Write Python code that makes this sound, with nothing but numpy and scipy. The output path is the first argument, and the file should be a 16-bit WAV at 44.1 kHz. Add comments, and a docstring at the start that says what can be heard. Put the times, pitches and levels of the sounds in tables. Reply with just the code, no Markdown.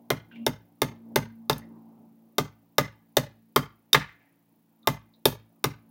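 """Throughout, a distant engine drones, swelling and fading, under a hiss and a faint pulsing camera whine,
while a small hammer drives nails into a wooden birdhouse on a patio table between house walls: each blow
is a noise crack of steel on steel plus dying sines for box, table, head and nail, and the walls slap it
back as sparse decaying taps. Small ticks and a brief scuff join in; the input clips the hardest blows."""
import sys
import numpy as np
from scipy import signal
from scipy.fft import rfft, irfft
from scipy.io import wavfile
from scipy.ndimage import uniform_filter1d

SR = 44100
rng = np.random.default_rng(int(sys.argv[2]) if len(sys.argv) > 2 else 0)


def master_out(mix):
    """Clip the mix to full scale and print it as 16-bit PCM to the path in sys.argv[1]."""
    frames = np.transpose(np.atleast_2d(mix))
    ceiling = np.clip(frames, -1, 1)
    pcm = np.round(ceiling * 32767).astype(np.int16)
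    wavfile.write(sys.argv[1], SR, pcm)


N = 260190  # length in samples


def gain_of(db):
    """Amplitude factor of a level in dB."""
    return 10 ** (np.asarray(db) / 20)


def evened(x):
    """Scales a signal to rms 1."""
    return x / np.sqrt(np.mean(x ** 2) + 1e-20)


def read(points, hz):
    """Reads a (frequency, value) curve along a logarithmic frequency axis."""
    f, value = np.transpose(points)
    return np.interp(np.log(hz + 1), np.log(f + 1), value)


def along(rows):
    """Joins the rows of a timed table by straight lines, one curve per column."""
    s, *columns = np.transpose(rows)
    return [np.interp(np.arange(N) / SR, s, c) for c in columns]


def add(mix, s, sound):
    """Adds a sound into the mix from second s, cut off at the end of the mix."""
    part = mix[round(s * SR):][:len(sound)]
    part += sound[:len(part)]


def coloured(points, count):
    """Noise of rms 1 with the given spectrum."""
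    spectrum = rfft(rng.standard_normal(count))
    shape = gain_of(read(points, np.fft.rfftfreq(count, 1 / SR)))
    return evened(irfft(spectrum * shape, count))


def resonate(x, hz, width):
    """A resonance: shifts hz down to zero, smooths, shifts back and scales to rms 1."""
    turn = np.exp(2j * np.pi * np.cumsum(hz * np.ones(len(x))) / SR)
    r = np.exp(-np.pi * width / SR)
    smooth = signal.lfilter([1 - r], [1, -r], x / turn)
    return evened((turn * smooth).real)


def waver():
    """Slow random wander of rms 1."""
    return evened(uniform_filter1d(uniform_filter1d(rng.standard_normal(N), 2500), 2500))


# Distant engine as it reaches the microphone: (t/s, boom level/dB, level/dB of roar and reference of other orders)
DRONE = [(0, -57.5, -63), (.28, -66, -64.5), (.42, -34.5, -55.5), (.47, -44, -60.5), (.58, -67.5, -63),
         (.76, -69, -66.5), (.9, -48.5, -56.5), (1.0, -51, -60), (1.16, -42.5, -55.5), (1.3, -49, -65),
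         (1.7, -49.5, -56), (2.3, -61.5, -68), (2.7, -72, -66.5), (3.5, -64, -69.5), (4.3, -81, -70.5),
         (4.8, -65.5, -70), (5.4, -68, -69), (5.9, -62.5, -64.5)]
# Weaker engine tones: (multiple of the firing rate, level/dB over the roar)
ORDERS = [(1, -30), (2, -12), (3, -3), (5, -4), (6, -11)]
# Spectrum shape of the roar: (f/Hz, relative level/dB)
ROAR = [(60, -25), (115, 7), (300, 14.5), (400, 4.5), (900, 4.5), (1500, -16), (2500, -34.5), (6000, -43)]
BOOM_ORDER = 4  # multiple of the firing rate
FIRING_START_HZ, FIRING_END_HZ, SETTLE_S = 58.16, 55.8, 1.5  # the rate sinks as the engine draws away


def engine():
    """Wavering orders of the firing rate over a roar; the air makes them swell and fade."""
    boom_db, roar_db = along(DRONE)
    sinking = np.exp(-np.arange(N) / SR / SETTLE_S)
    firing_hz = FIRING_END_HZ + (FIRING_START_HZ - FIRING_END_HZ) * sinking
    turns = np.cumsum(firing_hz) / SR
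    tones = gain_of(boom_db + waver()) * np.sin(2 * np.pi * BOOM_ORDER * turns)
    for order, db in ORDERS:
        level = gain_of(roar_db + db + 1.3 * waver())
        tones += level * np.sin(2 * np.pi * (order * turns + rng.random()))
    z = signal.stft(coloured(ROAR, N), nperseg=512)[2]
    # turbulence breaks the roar into patches of frequency and time
    patches = uniform_filter1d(rng.standard_normal(z.shape), 4, 0)
    patches = evened(uniform_filter1d(patches, 16, 1))
    roar = evened(signal.istft(z * gain_of(2.8 * patches), nperseg=512)[1][:N])
    return np.sqrt(2) * tones + gain_of(roar_db) * roar


# Spectrum shape of the steady hiss: (f/Hz, relative level/dB)
HISS = [(300, -7), (2000, -4), (8000, -12.5), (12500, -9.5), (15300, -1.5), (15800, 1.5), (16000, -23.5)]
HISS_DB = -78.5  # rms level
# Narrow camera whistles: (f/Hz, width/Hz, level/dB before pulsing)
WHINE = [(11000, 60, -82), (13800, 300, -84), (14250, 110, -80), (14930, 60, -77), (15500, 300, -83)]
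WHINE_PER_S, WHINE_START_S = 29.97, .023  # pulses per second, centre of a main pulse


def camera():
    """Steady hiss and narrow whistles that pulse once a picture, with a weaker after-pulse."""
    place = ((np.arange(N) / SR - WHINE_START_S) * WHINE_PER_S + .5) % 1 - .5  # in periods
    pulse = .12 + np.exp(-(place / .13) ** 4)
    pulse += .5 * np.exp(-((place - .36) / .06) ** 2)
    whine = sum(gain_of(db) * resonate(rng.standard_normal(N), hz, width) for hz, width, db in WHINE)
    return gain_of(HISS_DB) * coloured(HISS, N) + pulse * whine


def ring(modes, t, tilt_db=0., spread=0.028):
    """Dying sines; neighbours start in opposite directions and every blow lands a little differently."""
    luck = rng.standard_normal((len(modes), 2))
    total = np.zeros(len(t))
    for k, ((hz, db, t60), (level_luck, pitch_luck)) in enumerate(zip(modes, luck)):
        level_db = db + tilt_db * np.log2(hz / 600) + 2.0 * level_luck
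        sine = np.sin(2 * np.pi * hz * (1 + spread * pitch_luck) * t)
        total += (-1) ** k * gain_of(level_db - 60 * t / t60) * sine
    return total


# Spectrum shape of steel on steel: (f/Hz, relative level/dB)
CRACK = [(200, -30.5), (1500, -6.5), (5000, -3), (8000, -11), (11000, -9.5), (14500, -4.5), (15900, -5.5),
         (16300, -21)]
CRACK_DB, CRACK_S = 0.28, .0055  # level relative to the steel level, time scale at neutral treble
CRACK_SHARE = 0.29  # square blows crack harder: share of the wood level
SPLASH = .3  # brighter cracks last longer: dB of length per dB of top treble


def steel_crack(t, treble_db):
    """A noise burst with a fast and a slower decay; its last faint trace hangs on, then stops."""
    shape = [(hz, db + treble_db * (10000 < hz < 15000)) for hz, db in CRACK]
    lengths = t / (CRACK_S * gain_of(SPLASH * treble_db))
    lingering = .008 * gain_of(treble_db) * np.exp(-(t / .085) ** 4)
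    fading = np.exp(-3.5 * lengths) + 0.2 * np.exp(-0.47 * lengths) + lingering
    return coloured(shape, len(t)) * fading


# Main modes of the birdhouse before hand damping: (f/Hz, relative level/dB, t60/s)
BOX = [(414.2, 0.5, 0.044), (456.6, -3, 0.042), (575, -4.5, 0.076), (877.6, -4.5, 0.069), (1156, 0, 0.031),
       (1494, -9, 0.033), (1718, -10, 0.072), (2070, -5, 0.055), (2470, -9, 0.0057), (3140, -14.5, 0.047)]
# Dense small modes of the birdhouse, as a noise spectrum: (f/Hz, relative level/dB)
GRAIN = [(150, -14.5), (450, -2), (1200, 2.5), (2200, -6), (4000, -16), (8000, -34)]


def birdhouse(t, bright_db):
    """Wooden modes plus a grain of dense small ones; the hands holding the box soon damp it."""
    shape = [(hz, db + bright_db * np.log2(hz / 600)) for hz, db in GRAIN]
    grain = coloured(shape, len(t)) * gain_of(-60 * t / 0.13)
    box = ring(BOX, t, bright_db, spread=0.011) + 0.76 * gain_of(bright_db) * grain
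    onset = 1 - np.exp(-t / 0.0018)
    return box * onset * (0.26 + 0.77 * np.exp(-(t / 0.0092) ** 4))


# Hammer head modes before muting: (f/Hz, relative level/dB, t60/s)
HAMMER = [(3658, -1.5, 0.19), (4930, -6.5, 0.016), (5470, -9, 0.031), (12300, -17.5, 0.0067)]


def hammer_head(t):
    """The head's steel modes, muted once it rests on the nail."""
    return ring(HAMMER, t, spread=0.0032) * (0.027 + np.exp(-(t / 0.0048) ** 4))


# Nail mode before the wood grips it: (f/Hz, relative level/dB, t60/s)
NAIL = [(6395, 3, .45)]


def nail_ring(t):
    """The nail's steady pitch, stopped as the wood grips it."""
    return ring(NAIL, t, spread=0.) * np.exp(-(t / .115) ** 4)


# Patio table modes: (f/Hz, relative level/dB, t60/s)
TABLE = [(57.6, -15, 0.31), (79, -20.5, 0.3), (109, -15, 0.44), (132, -1, .2), (149.86, -1, 0.2),
         (193, -7.5, 0.2), (246.3, 7.5, 0.11), (288, -2.5, 0.15)]
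USUAL_WOOD_DB = -12
TABLE_DB, TABLE_SHARE = -16.5, .4  # level at the usual wood level, share by which it follows the wood


def patio_table(t, wood_db):
    """The heavy top swings up slowly, then rings low."""
    level = gain_of(TABLE_DB + TABLE_SHARE * (wood_db - USUAL_WOOD_DB))
    return level * ring(TABLE, t, spread=0.004) * (1 - np.exp(-(t / 0.023) ** 2))


def blow(wood_db, bright_db, steel_db, nail_db, treble_db):
    """Returns what the walls echo and what only reaches the microphone directly."""
    t = np.arange(SR // 2) / SR
    crack_db = steel_db + CRACK_DB + CRACK_SHARE * (wood_db - USUAL_WOOD_DB)
    crack = gain_of(crack_db) * steel_crack(t, treble_db)
    box = gain_of(wood_db) * birdhouse(t, bright_db)
    head = gain_of(steel_db) * hammer_head(t)
    nail = gain_of(nail_db) * nail_ring(t)
    table = patio_table(t, wood_db)
    shaded = .3  # share of the head's ring that gets past the bodies to the walls
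    echoed = crack + box + shaded * head + 0.15 * table
    return echoed, (1 - shaded) * head + nail + 0.42 * table


def echo_paths():
    """One path per 12 samples of delay, at a random place with a random sign."""
    at = np.arange(60, SR // 2 - 12, 12)
    return at + rng.integers(0, 12, len(at)), rng.choice([-1., 1.], len(at))


# Wall slaps standing out of the diffuse return: (delay t/s, level/dB over the diffuse taps, smear/s)
SLAPS = [(.005, 1.5, 0.0018), (0.013, 7.5, 0.0022), (.027, 7, 0.0022), (.044, -5, 0.0026),
         (0.069, 4.5, 0.0072), (.097, 5, 0.0042), (0.143, 1.5, 0.0021)]
# Dying of the return between the walls: (f/Hz, t60/s)
YARD = [(100, 0.29), (500, 0.23), (2000, 0.41), (5000, 0.28), (9000, 0.2), (15000, 0.1)]
YARD_DB = -8.5  # return level
NEAR_DB, NEAR_S = 10.5, 0.01  # excess and length of the scatter from table top and bodies


def yard(x, at, signs):
    """Adds sparse taps, louder at each wall slap, every band dying at its own speed."""
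    taps, t = np.zeros(SR // 2), np.arange(SR // 2) / SR
    changed = rng.random(len(at)) < 6.0 * t[at]  # far paths change most
    taps[at] = signs * np.where(changed, rng.choice([-1., 1.], len(at)), 1)
    slaps = sum(gain_of(db) * np.exp(-((t - s) / smear) ** 2) for s, db, smear in SLAPS)
    taps *= (1 + slaps) * (1 + gain_of(NEAR_DB) * np.exp(-t / NEAR_S))
    hz, s, z = signal.stft(taps, SR, nperseg=128)
    dying = gain_of(-60 * s / read(YARD, hz)[:, None])
    tail = signal.istft(z * dying, SR, nperseg=128)[1]
    tail /= np.linalg.norm(tail)
    return x + gain_of(YARD_DB) * signal.fftconvolve(x, tail)[:len(x)]


# Blows on the patio table; one glances off the nail and slaps the wood: (t/s, wood level/dB,
# wood brightness/dB per octave, steel level/dB, nail ring level/dB, top treble level/dB)
BLOWS = [(0.1034, -14, -2, -20, -64, 0.5), (0.465, -14.5, -3.5, -19.5, -61, 0.5),
         (0.818, -14, -4.5, -18.5, -55.5, 1), (1.159, -11, -3, -16.5, -49.5, 0.5),
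         (1.497, -12.5, -3.5, -16.5, -53.5, -1), (1.53, -42, 1.5, -27.5, -82.5, 3),
         (2.3828, -11.5, -4.5, -16, -53.5, -1), (2.7824, -10.5, -1.5, -15, -54.5, 0),
         (3.169, -10.5, -3.5, -14, -61, 0.5), (3.561, -9.5, -2.5, -14.5, -58.5, 1),
         (3.931, -28.5, -10, -5, -62.5, -1), (3.9453, -10.5, 3, -30.5, -66, -3),
         (4.8729, -10.5, -4, -17, -54, 3), (5.255, -11, -6, -12, -53.5, 5.5),
         (5.6417, -13, -4, -17.5, -78.5, 0)]


def hammering(paths):
    """Every blow, its echoed part sent around the yard and its direct part straight to the microphone."""
    out = np.zeros(N)
    for s, *strengths in BLOWS:
        echoed, direct = blow(*strengths)
        add(out, s, yard(echoed, *paths) + direct)
    return out


# Thin lines that the scuff sets ringing: (f/Hz, level/dB)
SQUEAK = [(2300, -79), (2510, -75), (2780, -71)]
# something scuffs briefly near the table
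SCUFF_S, SCUFF_LENGTH_S, SCUFF_RISE_S = .308, 0.14, .012
SCUFF_DB, SCUFF_FADE_DB, SCUFF_HZ = -58.5, -16, 2700  # starting level, change over its length, band centre


def scuff():
    """Fading noise in a band, with three thin lines."""
    t = np.arange(N) / SR - SCUFF_S
    rub = rng.standard_normal(N)
    for _ in range(3):
        rub = resonate(rub, SCUFF_HZ, 1300)
    lines = np.zeros(N)
    for hz, db in SQUEAK:
        lines += gain_of(db) * resonate(resonate(rng.standard_normal(N), hz, 30), hz, 30)
    fading = gain_of(SCUFF_DB + SCUFF_FADE_DB * np.clip(t / SCUFF_LENGTH_S, 0, 1))
    return (fading * rub + lines) * np.clip(t / SCUFF_RISE_S, 0, 1) * (t < SCUFF_LENGTH_S)


# Small ticks and rattles: (t/s, level/dB, centre f/Hz, width/Hz of each of two resonances, t60/s)
TICKS = [(0.313, -51, 1500, 200, 0.1), (0.356, -50, 2380, 700, 0.11), (1.581, -36.5, 12600, 6000, 0.016),
         (1.618, -52.5, 1900, 200, 0.16), (2.826, -41, 1986, 150, 0.17), (4.008, -38.5, 1710, 1300, 0.19),
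         (4.085, -50.5, 1740, 990, 0.29), (4.2, -67.5, 1880, 905, 0.69), (4.8295, -52.5, 3650, 300, .025),
         (4.84, -60.5, 1190, 151.1, 0.2), (5.136, -55.5, 3960, 395, 0.079)]


def ticking(paths):
    """Dying bursts of noise through a doubled resonance, echoed by the yard."""
    ticks, t = np.zeros(N), np.arange(SR // 2) / SR
    for s, db, hz, width_hz, t60 in TICKS:
        clink = resonate(resonate(rng.standard_normal(len(t)), hz, width_hz), hz, width_hz)
        add(ticks, s, gain_of(db - 60 * t / t60) * clink * np.minimum(t / 0.0008, 1))
    return yard(ticks, *paths)


def scene():
    """Everything at the microphone; blows and ticks share the same echo paths."""
    paths = echo_paths()
    return (engine() + camera() + hammering(paths) + scuff() + ticking(paths))[None]


def record(dry):
    """The input stage clips the hardest blows; the microphone drops the deep bass; then the band limit."""
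    clipped = np.clip(dry, -.52, .52)
    thinned = signal.sosfilt(signal.butter(2, 50, "high", fs=SR, output="sos"), clipped)
    band_limit = signal.firwin(255, 16600, window=("kaiser", 9), fs=SR)  # cutoff in Hz
    return signal.oaconvolve(thinned, band_limit[None], "same")


dry = scene()
out = record(dry)
master_out(out)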